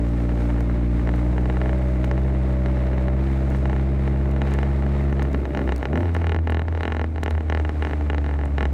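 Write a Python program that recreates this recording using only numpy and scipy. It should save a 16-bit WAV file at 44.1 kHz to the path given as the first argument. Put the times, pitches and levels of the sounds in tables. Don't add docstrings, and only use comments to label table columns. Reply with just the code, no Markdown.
import sys
import numpy as np
from scipy import signal
from scipy.fft import rfft, irfft
from scipy.io import wavfile
from scipy.ndimage import uniform_filter1d, minimum_filter1d

SR = 44100
rng = np.random.default_rng(int(sys.argv[2]) if len(sys.argv) > 2 else 0)


def persist_wave(psi):
    counts = np.round(np.clip(psi, -1, 1) * 32767).astype(np.int16)
    wavfile.write(sys.argv[1], SR, np.atleast_2d(counts).T)


N = 384993
TIME = np.arange(N) / SR
BINS = np.fft.rfftfreq(N, 1 / SR)


def amp(db):
    return 10 ** (np.asarray(db) / 20)


def unit(x):
    return x / np.sqrt(np.mean(x ** 2) + 1e-20)


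def curves(rows):
    times, *columns = np.transpose(rows)
    return [np.interp(TIME, times, column) for column in columns]


def colour(x, points):
    hz, db = np.transpose(points)
    eq = amp(np.interp(np.log(BINS + 1), np.log(hz), db))
    return unit(irfft(rfft(x) * eq, N))


def noise():
    return rng.standard_normal(N)


def wander(hz):
    return unit(irfft(rfft(noise()) / (1 + (BINS / hz) ** 4), N))


def lowpass(x, hz):
    return signal.sosfilt(signal.butter(1, hz, fs=SR, output="sos"), x)


def clicks(times, db):
    return np.bincount(np.clip(np.round(times * SR).astype(int), 0, N - 1), amp(db), N)


def grains(per_s, spread_db):
    return (rng.random(N) < per_s / SR) * amp(spread_db * np.minimum(rng.exponential(1, N), 4))


def tails(impulses, decay_s):
    return signal.lfilter([1], [1, -np.exp(-1 / (decay_s * SR))], impulses)


# t/s, tyre level/dB, fizz level/dB
TYRE_NOISE_LEVELS = [(0, -40, -60.5), (.45, -36.5, -57.5), (.8, -39.5, -65), (1.2, -37, -59),
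                     (2.35, -37.5, -62), (3, -36, -63), (3.6, -37, -59), (3.85, -38, -64),
                     (4.6, -36, -61.5), (5.75, -39.5, -64), (6.18, -38, -63), (6.4, -44, -70),
                     (6.75, -40.5, -67), (7.1, -42, -65), (7.45, -42, -65), (7.75, -38.5, -61.5),
                     (8.45, -41, -65), (8.73, -40.5, -64)]
# f/Hz, relative level/dB
RUMBLE_EQ = [(10, -4.5), (30, -3), (60, 4), (100, 2), (160, 0), (230, -7), (290, 2), (380, -14),
             (520, -19.5), (1000, -83)]
ROAR_EQ = [(100, -32.5), (280, -12), (400, -3.5), (470, 1), (530, -5.5), (620, -1), (730, -7.5),
           (830, -4.5), (1000, -13), (1400, -18), (3000, -54.5)]
HISS_EQ = [(500, -5.5), (900, -4), (1200, -1.5), (1650, -3.5), (2100, -2.5), (2450, -8.5), (3300, -18.5),
           (3800, -16.5), (4600, -24.5), (8000, -46.5)]
FIZZ_EQ = [(2500, 6), (4500, 2), (6500, 1.5), (9000, 0), (10200, -12), (12000, -12.5), (13600, -6.5),
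           (16000, -20.5)]
def tyres(firings, rumble_db=-36.5, roar_db=-2.5, hiss_db=-8, fizz_db=1, crunch=0.48, throb=0.28):
    road_db, fine_db = curves(TYRE_NOISE_LEVELS)
    patches = amp(1.15 * wander(5.7))
    bumps = amp(wander(40)) * (1 + throb * np.cos(2 * np.pi * firings))
    snow = crunch * unit(grains(per_s=900, spread_db=2.7) * np.sign(noise()))
    rumble = amp(rumble_db) * colour(noise(), RUMBLE_EQ)
    roar = amp(road_db + roar_db) * colour(bumps * noise(), ROAR_EQ)
    hiss = amp(road_db + hiss_db) * colour(patches * bumps * (noise() + snow), HISS_EQ)
    fizz = amp(fine_db + fizz_db) * colour(patches * (noise() + snow), FIZZ_EQ)
    return rumble + roar + hiss + fizz


def ice_crumbs(gain_db=-3):
    _, fine_db = curves(TYRE_NOISE_LEVELS)
    patter = tails(grains(per_s=30, spread_db=3), decay_s=.0007)
    sparkle = colour(noise(), [(2500, -20.5), (5000, -2), (9000, 0.5), (11000, -7.5), (16000, -18)])
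    return amp(fine_db + gain_db) * patter * sparkle


# t/s, relative level/dB
TRIM_CUES = [(0.606, -38.5), (1.1598, -43), (2.0464, -41), (3.5024, -42), (4.3127, -41.5), (4.5093, -45),
             (4.538, -36), (5.227, -39), (5.3314, -44.5), (5.7617, -35.5), (5.7799, -39), (6.1455, -42),
             (6.5039, -40), (7.2353, -31.5), (7.3071, -42), (8.4553, -43.5)]
def trim_ticks(gain_db=1, decay_s=0.0011, centre_hz=5100, spread_hz=500, width_hz=6000):
    t = np.arange(SR // 40) / SR
    out = np.zeros(N + len(t))
    for start, db in TRIM_CUES:
        hz = centre_hz + spread_hz * rng.standard_normal()
        burst = lowpass(rng.standard_normal(len(t)), width_hz / 2) * np.cos(2 * np.pi * hz * t)
        out[round(start * SR):][:len(t)] += amp(db + gain_db) * unit(burst) * np.exp(-t / decay_s)
    return signal.sosfilt(signal.butter(2, 2700, "high", fs=SR, output="sos"), out[:N])


# t/s, relative level/dB
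KNOCK_CUES = [(0.2914, -25), (0.5014, -25.5), (.6065, -27.5), (.6966, -27.5), (1.0723, -21), (1.09, -20),
              (1.138, -22), (1.3796, -19.5), (1.4556, -20.5), (1.498, -17), (1.5687, -20), (1.6145, -17.5),
              (2.0417, -16.5), (2.1121, -17.5), (2.177, -24), (2.6589, -21), (2.769, -26), (2.9313, -26),
              (2.98, -25.5), (3.0816, -21.5), (3.5467, -21), (3.6547, -19), (4.0762, -22.5), (4.3622, -24),
              (4.4164, -15), (4.4723, -23.5), (4.5168, -24), (4.5381, -22.5), (4.587, -16.5), (4.6296, -18),
              (4.8229, -25.5), (4.8638, -24), (5.1258, -20), (5.345, -18.5), (5.453, -21), (5.8275, -17.5),
              (5.8536, -14.5), (6.1486, -14), (6.1643, -17.5), (6.6817, -20.5), (6.9011, -25),
              (6.9203, -11), (7.1589, -26), (7.18, -23), (7.649, -16), (7.6919, -18.5), (7.9096, -22),
              (7.9325, -18), (8.0092, -25.5), (8.099, -12)]
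# t/s, knock count, gap/s, delay of every second knock/s, first level/dB, last level/dB (both relative)
RATTLE_CUES = [(1.6575, 3, .036, -.001, -21, -24), (3.696, 4, .0332, 0, -21.5, -27),
               (5.1941, 3, .028, -.002, -17.5, -25), (5.548, 4, .0215, .0025, -17, -23.5),
               (5.675, 3, .0228, -.007, -21, -14), (5.93, 3, .022, .0035, -21, -14),
               (6.005, 4, .025, 0, -23, -27), (6.2165, 5, .0256, 0, -23, -11.5),
               (6.345, 3, .0212, -.004, -18, -24), (6.4722, 7, .0242, 0, -15, -20.5),
               (6.724, 3, .025, 0, -27, -23), (6.8064, 4, .023, .002, -18.5, -13.5),
               (6.9467, 5, .0236, -.004, -20, -19), (7.231, 4, .024, .005, -15, -21),
               (7.35, 3, .028, 0, -24, -24), (7.498, 5, .0249, 0, -15, -20),
               (7.8228, 4, .0232, .0024, -13.5, -25), (8.1301, 3, .0253, -.01, -21, -18.5),
               (8.2422, 5, .0241, -.004, -23.5, -26), (8.3891, 4, .0228, 0, -25, -26),
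               (8.5809, 4, .0232, .0025, -13, -14)]
def knocks(swell_db=2):
    rows = [np.array(KNOCK_CUES)]
    for start, count, gap, limp, first_db, last_db in RATTLE_CUES:
        k = np.arange(round(count))
        progress = k / k[-1]
        times = start + k * gap + k % 2 * limp
        db = first_db + (last_db - first_db) * progress + swell_db * np.sin(np.pi * progress)
        rows.append(np.c_[times, db])
    return np.concatenate(rows).T


def mount_scrape(gain_db=-23.5, scatter_db=2, hard_db=-17, bite=0.27, delay_s=.0013):
    times, db = knocks()
    scrape_db = db + gain_db + bite * (db - hard_db) + scatter_db * rng.standard_normal(len(times))
    envelope = tails(clicks(times + delay_s, scrape_db), decay_s=0.0012)
    eq = [(2000, -12), (3400, -5.5), (3900, 12), (4500, -5.5),
          (5700, 1), (7500, -8.5), (10000, -24), (16000, -23)]
    return envelope * colour(noise(), eq)


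def ring(modes):
    hz = abs(np.fft.fftfreq(4096, 1 / SR))
    power = sum(amp(2 * db) / (1 + (1.02 * (hz - f) / width) ** 2) ** 2 for f, width, db in modes)
    log_gain = np.log(np.sqrt(power) + 1e-5)
    response = np.fft.ifft(np.exp(np.conj(signal.hilbert(log_gain)))).real
    return response / abs(response).max()


def disperse(x, hz=400, width_hz=570):
    radius = np.exp(-np.pi * width_hz / SR)
    poles = np.array([1, -2 * radius * np.cos(2 * np.pi * hz / SR), radius * radius])
    return signal.lfilter(poles[::-1], poles, x)


# f/Hz, nominal width/Hz, relative level/dB
MOUNT_MODES = [(247, 162, -3), (409, 45, 0), (480, 45, -3), (606, 62, -4), (683, 50, -4), (824, 71, -1),
               (943, 92, -8), (1089, 55, -7), (1350, 68, -9), (1452, 87, -7), (1752, 141, -4),
               (2007, 130, -7), (2179, 74, -11), (2449, 111, -13), (2806, 92, -12), (2989, 151, -14),
               (3292, 83, -22), (3700, 122, -26), (3901, 250, -24)]
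def mount_knocks(bright_db=8, dull_db=11, chatter_db=-25, chatter_per_s=20, travel_s=0.001206,
                 dull_hz=1150, hard_db=-17, soft_range_db=5, spot_db=1.2, spot_count=6):
    times, db = knocks()
    arrivals = times + travel_s
    hardness = .5 + .49 * np.tanh((db - hard_db) / soft_range_db)
    spots = rng.integers(0, spot_count, len(times))
    tints_db = spot_db * rng.standard_normal((spot_count, len(MOUNT_MODES)))
    tints_db -= tints_db.mean(0)
    shake = amp(chatter_db) * unit(amp(curves(TYRE_NOISE_LEVELS)[0]))
    out = np.zeros(N)
    for spot, tint_db in enumerate(tints_db):
        here = spots == spot
        bright = clicks(arrivals[here], (db + bright_db + 20 * np.log10(hardness))[here])
        dull = clicks(arrivals[here], (db + dull_db + 20 * np.log10(1 - hardness))[here])
        chatter = shake * grains(chatter_per_s / spot_count, spread_db=2)
        blows = bright + lowpass(dull + chatter, dull_hz)
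        modes = [(hz, width, level + tint) for (hz, width, level), tint in zip(MOUNT_MODES, tint_db)]
        out -= signal.oaconvolve(blows, disperse(ring(modes)))[:N]
    return out


# f/Hz, relative level/dB
SHUDDER_EQ = [(40, -34), (110, 3.5), (190, 1.5), (275, 4), (360, 2.5), (500, -11.5), (600, -1), (800, -33),
              (2000, -56.5)]
# centre t/s, half length/s, level/dB
SHUDDER_CUES = [(5.375, 0.097, -30), (5.62, 0.12, -27.5), (5.994, 0.048, -25)]
def engine_shudder(firings, depth=0.67, under_load_db=-7):
    puffs = noise() * (1 + depth * np.cos(2 * np.pi * firings))
    bed = amp(curves(ENGINE_LOAD)[0] + under_load_db)
    swells = sum(amp(db) * np.exp(-((TIME - centre) / half) ** 2) for centre, half, db in SHUDDER_CUES)
    return (bed + swells) * colour(puffs, SHUDDER_EQ)


# t/s, f/Hz
FIRING_RATE = [(0, 58.76), (1.1, 59.5), (1.83, 64.38), (2, 62.2), (2.26, 65.7), (2.5, 64.08), (3.05, 64.15),
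               (3.24, 66.7), (3.6, 66.06), (5.08, 69.08), (5.65, 66.86), (5.86, 63.8), (6.02, 90),
               (6.1, 84.4), (6.58, 80.07), (6.73, 82.7), (6.93, 79.07), (7.28, 78.9), (8.73, 69.33)]
# t/s, level/dB
CABIN_BOOM = [(0, -21.7), (1.3, -21), (5.3, -21.6), (5.55, -28), (5.69, -21.5), (5.86, -28.5), (5.95, -21),
              (6.5, -20.5), (6.9, -24.5), (7.6, -22.5), (8.73, -21)]
# t/s, level/dB
ENGINE_LOAD = [(0, -30.5), (5.2, -30), (5.55, -38.5), (5.82, -43), (5.91, -31.5), (6.01, -35.5),
               (6.08, -36.5), (7.2, -48.5), (8.2, -38.5), (8.73, -37.5)]
# multiple of the firing rate, pulling level/dB, light level/dB
EXHAUST_OVERTONES = [(2, 1, -0.5), (3, -2, -4), (4, -15.5, 0), (5, -9, -11.5), (6, -14.5, -15.5),
                     (7, -22, -23.5), (8, -28.5, -27.5), (9, -21.5, -24.5), (10, -20.5, -23.5),
                     (11, -28.5, -26)]
# f/Hz, width/Hz, lift/dB
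CABIN_PANELS = [(134.6, 25, 2), (236.7, 10.7, 10.5), (297, 32.5, 6.5), (354, 20, 2.5), (576.5, 26, 12.5),
                (632, 35, 7.5)]
def engine(firings, rev_rasp_db=6, rev_hz_per_s=40, sway=0.011, slack_sway=0.19, rough=0.03,
           phase_rad=0.87, smear_rad=0.4015):
    hz, boom_db, load_db = curves(FIRING_RATE) + curves(CABIN_BOOM) + curves(ENGINE_LOAD)
    rising = uniform_filter1d(np.maximum(np.gradient(hz) * SR, 0), size=3000)
    rasp_db = rev_rasp_db * np.tanh(rising / rev_hz_per_s)
    slack = 1 - amp(load_db - load_db.max())
    waver = 1 + sway * wander(26) + slack_sway * slack * wander(12)
    angle = 2 * np.pi * firings
    out = -amp(boom_db) * waver * np.cos(angle + phase_rad)
    for k, pulling_db, light_db in EXHAUST_OVERTONES:
        voicing_db = pulling_db + (light_db - pulling_db) * slack / slack.max()
        lift_db = sum(db / (1 + (2 * (k * hz - f) / width) ** 2) for f, width, db in CABIN_PANELS)
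        level_db = load_db + voicing_db + lift_db + rasp_db * min(1, (k - 2) / 6)
        flutter = 1 + rough * k / 5 * wander(34)
        lag = smear_rad * (k - 2) * (k - 3)
        out += amp(level_db) * flutter * np.cos(k * angle + phase_rad - lag)
    return np.sqrt(2) * out


def scene():
    firings = np.cumsum(curves(FIRING_RATE)[0]) / SR
    motor = engine(firings) + engine_shudder(firings)
    road = tyres(firings) + ice_crumbs()
    rattles = mount_knocks() + mount_scrape() + trim_ticks()
    return (motor + road + rattles)[None]


def record(dry, ceiling_db=-13.5, high_cut_hz=15900):
    gain = np.minimum(1, amp(ceiling_db) / (abs(dry) + 1e-9))
    gain = uniform_filter1d(minimum_filter1d(gain, size=45), size=45)
    high_cut = signal.firwin(511, high_cut_hz, window=("kaiser", 9), fs=SR)
    return signal.oaconvolve(dry * gain, high_cut[None], "same")


dry = scene()
out = record(dry)
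persist_wave(out)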